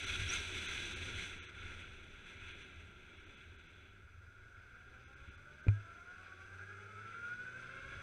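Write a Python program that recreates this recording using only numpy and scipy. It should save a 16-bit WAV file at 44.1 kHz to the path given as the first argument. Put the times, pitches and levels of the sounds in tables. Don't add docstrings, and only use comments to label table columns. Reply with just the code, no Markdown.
import sys
import numpy as np
from scipy import signal
from scipy.fft import rfft, irfft, next_fast_len
from scipy.io import wavfile

SR = 44100
rng = np.random.default_rng(int(sys.argv[2]) if len(sys.argv) > 2 else 0)


def ratio_of_db(decibels):
    return 10 ** (np.asarray(decibels, float) / 20)


def bounce(signal):
    frames = np.transpose(np.atleast_2d(signal))
    limited = np.clip(frames, -1, 1)
    pcm = np.round(limited * 32767).astype(np.int16)
    wavfile.write(sys.argv[1], SR, pcm)


N = 353682
SECONDS = np.arange(N) / SR

# (time [s], chain tooth rate [Hz], load as chain whine level [dB])
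ENGINE_RUN = [(3.6, 200, -94), (4.2, 217, -85), (4.4, 226, -74), (4.6, 237.5, -76), (4.8, 243.5, -74),
              (5.0, 258, -67), (5.3, 281.5, -71), (5.6, 304.1, -66), (5.8, 331.3, -67), (6.0, 345.5, -67),
              (6.2, 372.4, -68.5), (6.4, 379.7, -68), (6.6, 403.2, -64), (7.0, 439.2, -60), (7.3, 479, -63),
              (7.6, 515, -62), (7.8, 537, -61), (8.02, 563, -61)]
# (centre [Hz], width [Hz], level over the wall's leak [dB])
CASE_RESONANCES = [(84.6, 24, 12.5), (381, 54.5, 6.5), (951, 55, 1.5), (1415, 152, 17), (1601, 136, 17),
                   (2347, 557, 17), (2606, 220, 13), (2983, 190, 11), (3400, 250, 16.5), (3804, 510, 9),
                   (5700, 270, -3.5), (6000, 410, 12), (6296, 310, 10), (7430, 670, 2), (8080, 550, 6),
                   (8970, 440, 5)]
# (frequency [Hz], level [dB])
WHINE_PATH = [(300, -14), (450, -0.5), (540, 4), (620, 5), (740, 5), (830, -3.5), (970, -11.5), (1080, 0.5),
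              (1180, -3), (1450, 2), (1650, 2), (1780, -26), (2100, -11), (3200, -5)]
PULL_HZ = 400
TEETH_PER_FIRING = 17 / 4
CRUISE_DB = -46


def rms_one(x):
    return x / np.sqrt(np.mean(x ** 2) + 1e-20)


def in_time(rows):
    s, *columns = np.transpose(rows)
    return [np.interp(SECONDS, s, column) for column in columns]


def at_hz(points, hz):
    table_hz, table_db = np.array(points)[:, 0], np.array(points)[:, 1]
    return np.interp(np.log(hz), np.log(table_hz), table_db)


def bumps(rows):
    return sum(np.outer(height, np.exp(-((SECONDS - s) / half) ** 2)) for s, half, *height in rows)


def drift(rate):
    coarse = 40
    r = np.exp(-2 * coarse * np.pi * rate / SR)
    noise = rng.standard_normal(N // coarse + 2002)
    slow = signal.lfilter([1], [1, -2 * r, r * r], noise)[2000:]
    return np.interp(np.arange(N) / coarse, np.arange(len(slow)), rms_one(slow))


def phase(hz):
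    return 2 * np.pi * np.cumsum(hz) / SR


def case_gain(hz, resonances=CASE_RESONANCES):
    power = 1
    for centre, width, db in resonances:
        power = power + ratio_of_db(db) ** 2 / (1 + (2 * (hz - centre) / width) ** 4)
    return np.sqrt(power)


def cased_noise(spectrum, patchy_db, gusty_db, resonances=CASE_RESONANCES):
    size = next_fast_len(N)
    hz = np.maximum(np.arange(size // 2 + 1) * SR / size, 1)
    bins = rfft(rng.standard_normal(size)) * ratio_of_db(at_hz(spectrum, hz)) * case_gain(hz, resonances)
    low_hz, high_hz = spectrum[0][0], spectrum[-1][0]
    half_octaves = 2 * np.log2(hz / low_hz)
    out = 0
    for k in range(int(2 * np.log2(high_hz / low_hz)) + 2):
        band = irfft(bins * np.clip(1 - abs(half_octaves - k), 0, 1), size)[:N]
        out = out + band * ratio_of_db(patchy_db * drift(11.0))
    return rms_one(out * ratio_of_db(gusty_db * drift(19.4)))


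def ring(force, modes):
    out = 0
    for hz, db, t60 in modes:
        r, w = ratio_of_db(-60 / (t60 * SR)), 2 * np.pi * hz / SR
        out = out + signal.lfilter([0, ratio_of_db(db) * np.sin(w)], [1, -2 * r * np.cos(w), r * r], force + 1e-18)
    return out


def orders(hz, multiples, path, extra_db, wobble_db, slip):
    turns = np.cumsum(hz) / SR
    out = 0
    for k, db in multiples:
        waver_db = wobble_db * (drift(5.0) + 1.1 * drift(30.0))
        level_db = db + extra_db.get(k, 0) + at_hz(path, k * hz) + waver_db
        level = ratio_of_db(level_db) * case_gain(k * hz)
        out = out + level * np.sin(2 * np.pi * k * turns + slip * drift(20.0))
    return out


def chain_whine(tooth_hz, whine_db):
    # (multiple of tooth rate, level [dB])
    harmonics = [(1, -3), (2, -4), (3, 0), (4, -3), (5, -7), (6, -14), (7, -19), (8, -20)]
    # (time [s], half length [s], level [dB])
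    second_swells = [
        (7.95, 0.11, 6.6),
        (5.0, 0.13, 2.6),
    ]
    # (time [s], half length [s], level [dB])
    third_swells = [
        (4.4, 0.56, -7.5),
        (5.8, .1, 3),
        (6.3, .2, 10),
        (6.96, 0.057, 9),
        (7.17, 0.067, 4.5),
        (7.31, 0.083, 10.5),
        (7.45, 0.061, 5),
        (7.9, 0.23, -9),
    ]
    # (time [s], half length [s], level [dB])
    fourth_swells = [
        (5.9, 0.089, 3.5),
        (6.2, 0.13, 2.5),
        (6.55, 0.21, -3),
    ]
    extra_db = {2: bumps(second_swells)[0], 3: -1.5 + bumps(third_swells)[0], 4: bumps(fourth_swells)[0]}
    chain = orders(tooth_hz, harmonics, WHINE_PATH, extra_db, wobble_db=1.3, slip=.5)
    teeth_per_beat, peak_s, depth = 39, 7.245, .4
    beats = np.cumsum(tooth_hz) / SR / teeth_per_beat
    beating = 1 + depth * np.cos(2 * np.pi * (beats - beats[round(peak_s * SR)]))
    return ratio_of_db(whine_db - 6.5) * beating * chain


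def firing_tones(tooth_hz, whine_db):
    # (multiple of firing rate, level [dB])
    multiples = [(1, -3.5), (2, -6), (3, -12), (4, -12), (5, -15)]
    # (frequency [Hz], level [dB])
    pipe = [(55, 2.5), (80, -8), (101, 4.5), (143, 5.5), (160, -5.5), (213, 0), (260, -2)]
    # (frequency [Hz], level [dB])
    exhaust = [(300, -8), (420, 1), (520, -4), (700, 2)]
    # (time [s], half length [s], level [dB])
    boom = [
        (6.88, 0.16, 7),
    ]
    pull_db = -65
    firing_db = -65.5 + 0.38 * (whine_db - pull_db)
    tones = orders(tooth_hz / TEETH_PER_FIRING, multiples, pipe + exhaust, {4: bumps(boom)[0]},
                   wobble_db=1.5, slip=0.23)
    return ratio_of_db(firing_db) * tones


def valve_clatter(tooth_hz):
    # (frequency [Hz], level per Hz [dB])
    frame_spectrum = [(500, -2), (900, -13), (1450, -2), (1900, -14.5), (2200, -15), (2800, -23.5),
                      (3500, -31), (4500, -19), (5400, -29), (6000, -42.5), (12000, -62)]
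    # (centre [Hz], width [Hz], level [dB])
    cover_mode = (5030, 260, 9)
    # (time [s], half length [s], level [dB])
    throttle_blips = [
        (1.63, 0.22, 9),
        (4.74, 0.6, 3),
        (6.25, .15, 2),
    ]
    throb = 1 + 0.057 * np.sin(phase(tooth_hz / TEETH_PER_FIRING))
    db_per_octave = 10
    clatter_db = -57 + db_per_octave * np.log2(tooth_hz / PULL_HZ) + bumps(throttle_blips)[0]
    noise = cased_noise(frame_spectrum, 1.2, 1.0, CASE_RESONANCES + [cover_mode])
    return ratio_of_db(clatter_db) * throb * noise


def gear_mesh(tooth_hz):
    mesh_per_tooth = 6.4
    level = bumps([(4.6, .33, ratio_of_db(-80))])[0]
    return level * orders(mesh_per_tooth * tooth_hz, [(1, 0)], WHINE_PATH, {}, wobble_db=1.3, slip=.5)


def fairing_hum():
    # (time [s], pitch [Hz], level [dB])
    hum_curve = [(6.95, 177.3, -98), (7.1, 177, -76), (7.4, 177.1, -69.5), (7.75, 175.7, -67),
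                 (7.9, 173.3, -88)]
    hum_hz, hum_db = in_time(hum_curve)
    started = SECONDS > hum_curve[0][0]
    return started * ratio_of_db(hum_db + 2.2 * drift(8.7)) * np.sin(phase(hum_hz))


def engine():
    tooth_hz, whine_db = in_time(ENGINE_RUN)
    tones = chain_whine(tooth_hz, whine_db) + firing_tones(tooth_hz, whine_db)
    return tones + valve_clatter(tooth_hz) + gear_mesh(tooth_hz) + fairing_hum()


def knocks():
    # (time [s], push [dB], direction [+1/-1], contact time [s], ring relative to push [dB])
    blows = [
        (5.6673, -27.5, 1, 0.0028, -30),
        (5.672, -37, -1, 0.0039, -23),
        (5.6793, -44, -1, .0062, 28),
        (5.6838, -40, -1, .0012, -20),
        (5.212, -47.5, -1, 0.015, 3),
        (5.277, -55, -1, 0.004, 5),
        (5.286, -47, 1, 0.0038, -9),
        (5.298, -51, 1, .004, -7),
    ]
    # (time [s], level [dB])
    shell_cracks = [
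        (5.6672, -56),
        (5.6838, -37),
    ]
    # (frequency [Hz], level [dB], decay t60 [s])
    mount_modes = [(102.8, -0.5, 0.27), (100, -6.5, 0.056), (166, -20, 0.051), (256, -21, 0.15)]
    # (frequency [Hz], level [dB], decay t60 [s])
    shell_modes = [(1540, -35, .015), (2400, 3, 0.026), (2100, -12, 0.053), (3900, -18, 0.02),
                   (7000, -16, .006)]
    push, swing, crack = np.zeros((3, N))
    for s, push_db, way, contact, ring_db in blows:
        at = round(s * SR)
        shape = np.hanning(max(round(contact * SR), 3)) * np.sign(way) * ratio_of_db(push_db)
        push[at:at + len(shape)] += shape
        swing[at:at + len(shape)] += shape * 2 / len(shape) * ratio_of_db(ring_db)
    for s, crack_db in shell_cracks:
        crack[round(s * SR):][:4] += ratio_of_db(crack_db) * np.hanning(6)[1:-1] / 2.6
    vent = signal.butter(1, 40, "high", fs=SR, output="sos")
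    return signal.sosfilt(vent, push + ring(swing, mount_modes)) + ring(crack, shell_modes)


def airflow():
    # (time [s], airflow as hiss level [dB], turbulence as buffet level [dB])
    air = [(0.0, -46.5, -49), (0.45, -46.5, -52), (0.8, -46, -49), (1.0, -48, -53), (1.27, -49, -54),
           (1.4, -56, -53), (1.52, -57, -52.5), (1.8, -56, -56), (2.1, -59.5, -55.5), (2.8, -59.5, -59.5),
           (3.42, -62.5, -61), (3.8, -63.5, -62), (4.13, -73, -62), (5.0, -69.5, -63), (5.9, -68, -64),
           (6.9, -69.5, -70), (7.57, -65, -65), (7.95, -62, -57)]
    # (time [s], half length [s], airflow [dB], turbulence [dB])
    gusts = [(.09, 0.032, 4.5, -2), (.15, 0.034, 3, 5), (.27, 0.11, 0.5, 8), (.345, 0.048, 6.5, -4),
             (.56, 0.035, -0.5, 2), (.72, 0.076, 1, 1), (1.14, 0.038, -0.5, 6.5), (1.21, .04, 3, 1),
             (1.47, 0.059, 1.5, -9), (1.53, 0.027, -4.5, -1), (1.7, .1, 3, 3.5), (1.98, 0.022, 1.5, 1),
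             (2.3, 0.047, 5, -4.5), (2.47, 0.084, 6, 3.5), (2.62, 0.038, 6, 2.5), (2.8, 0.052, 0.5, 2),
             (2.95, 0.1, -3.5, 2.5), (3.4, 0.093, 2.5, -1), (3.5, .04, -2.5, 4.5), (5.27, 0.11, 4.5, 4.5),
             (7.12, .1, 5, 0), (6.35, .2, 2, 1), (7.9, .1, 2.5, 3), (.97, 0.037, -1.5, 3),
             (.21, 0.022, 1, 5)]
    air_db, turbulence_db = in_time(air)
    gust_db, lump_db = bumps(gusts)
    return air_db - CRUISE_DB, gust_db, turbulence_db + lump_db


def buffeting(flow_db, gust_db, buffet_db):
    # (frequency [Hz], level per Hz [dB])
    buffet_spectrum = [(15, 9.5), (40, -1), (70, -5), (120, -7.5), (180, -35)]
    # (frequency [Hz], level per Hz [dB])
    rumble_spectrum = [(90, -23), (150, -1.5), (300, -3.5), (500, -10), (900, -18.5), (1300, -22.5)]
    jolt_db = bumps([(5.688, 0.021, 19)])[0]
    rumble_db = -55 + 0.66 * flow_db + 0.31 * gust_db + jolt_db
    buffet = ratio_of_db(buffet_db) * cased_noise(buffet_spectrum, 0.98, 1.54)
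    return buffet + ratio_of_db(rumble_db) * cased_noise(rumble_spectrum, 0.63, 0.61)


def wind_hiss(flow_db, gust_db):
    # (frequency [Hz], level per Hz [dB])
    hiss_spectrum = [(700, -7), (1200, -5.5), (2000, -2.5), (3500, -5.5), (4100, -7.5), (4350, -14),
                     (5200, -25.5)]
    # (frequency [Hz], level per Hz [dB])
    top_spectrum = [(3800, -12.5), (4600, -4), (7000, -7.5), (9500, -11), (11000, -17.5), (13500, -28.5),
                    (15200, -29), (15600, -62)]
    hiss = cased_noise(hiss_spectrum, 1.0, 0.21)
    split = signal.butter(3, 3850, "high", fs=SR, output="sos")
    upper = signal.sosfiltfilt(split, hiss)
    shelter_s, fade_s, open_air_db = 1.3, 0.045, 5.5
    side_wind_db = open_air_db / (1 + np.exp((SECONDS - shelter_s) / fade_s))
    dullest_db = -3
    bright = ratio_of_db(np.maximum(3.5 + 0.27 * flow_db, dullest_db) + side_wind_db)
    body = ratio_of_db(flow_db + CRUISE_DB + gust_db) * (hiss + (bright - 1) * upper)
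    tooth_hz = in_time(ENGINE_RUN)[0]
    tappet_db = -77.5 + 7 * np.log2(tooth_hz / PULL_HZ)
    top_db = -56 + 1.63 * flow_db + 1.08 * gust_db
    top = np.hypot(ratio_of_db(top_db), ratio_of_db(tappet_db)) * cased_noise(top_spectrum, 0.26, 0.63)
    eddies = ratio_of_db(0.77 * drift(32.0))
    return eddies * (body + top)


def whistle():
    # (centre [s], half length [s], start [Hz], end [Hz], level [dB])
    chirps = [
        (0.243, .008, 5550, 5900, -56),
        (.316, 0.032, 5550, 6500, -50),
        (0.381, 0.0238, 6400, 5500, -52),
        (1.215, .025, 3900, 4100, -57),
    ]
    waver, flutter = 1 + .008 * drift(90.0), ratio_of_db(5.5 * drift(60.0))
    out = 0
    for s, half, start_hz, end_hz, db in chirps:
        hz = np.interp(SECONDS, [s - half, s + half], [start_hz, end_hz]) * waver
        swell = np.exp(-((SECONDS - s) / half) ** 4)
        out = out + ratio_of_db(db) * swell * np.sin(phase(hz))
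    return out * flutter


def wind():
    flow_db, gust_db, buffet_db = airflow()
    return buffeting(flow_db, gust_db, buffet_db) + wind_hiss(flow_db, gust_db) + whistle()


def scene():
    return (engine() + knocks() + wind())[None]


def dropouts(x):
    # (centre [s], length [s], depth [dB])
    gaps = [(.057, .014, -14), (.675, .016, -14), (.95, .018, -20), (1.409, .034, -35), (1.472, .032, -35),
            (2.533, .014, -13), (2.637, .014, -13), (3.19, .014, -13), (3.255, .015, -14),
            (3.361, .014, -13), (3.576, .014, -14), (3.679, .014, -13), (5.06, .034, -20),
            (5.153, .016, -15), (5.303, .014, -14), (5.367, .016, -15), (5.623, .015, -13)]
    # (from [Hz], to [Hz])
    weak_ranges = [(500, 950), (4200, 5650), (6550, 20000)]
    # (time [s], pitch [Hz], level [dB])
    lone_tones = [
        (1.47, 8050, -80),
        (2.533, 8750, -82),
        (2.637, 8900, -82),
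        (3.19, 8900, -86),
        (3.19, 5520, -82),
        (3.679, 5000, -86),
        (5.06, 5000, -82),
        (5.06, 9000, -88),
    ]
    edge_s, tone_half_s = .006, .018
    bin_hz = np.arange(N // 2 + 1) * SR / N
    weak_bands = sum((bin_hz > low_hz) & (bin_hz < high_hz) for low_hz, high_hz in weak_ranges)
    weak = irfft(rfft(x) * weak_bands, N)
    lost, kept = 0, 0
    for s, length, db in gaps:
        lost = lost + (1 - ratio_of_db(db)) * np.clip((length / 2 - abs(SECONDS - s)) / edge_s + .5, 0, 1)
    for s, hz, db in lone_tones:
        kept = kept + bumps([(s, tone_half_s, ratio_of_db(db))])[0] * np.sin(2 * np.pi * hz * SECONDS)
    return x - lost * weak + kept


def top_cut(x):
    return signal.sosfilt(signal.butter(12, 15590, fs=SR, output="sos"), x)


def record(dry):
    self_noise = signal.lfilter([.5, .22], [1], rng.standard_normal(dry.shape))
    x = dry + ratio_of_db(-85) * self_noise
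    x = signal.sosfilt(signal.butter(1, 18, "high", fs=SR, output="sos"), x)
    return top_cut(dropouts(x))


dry = scene()
out = record(dry)
bounce(out)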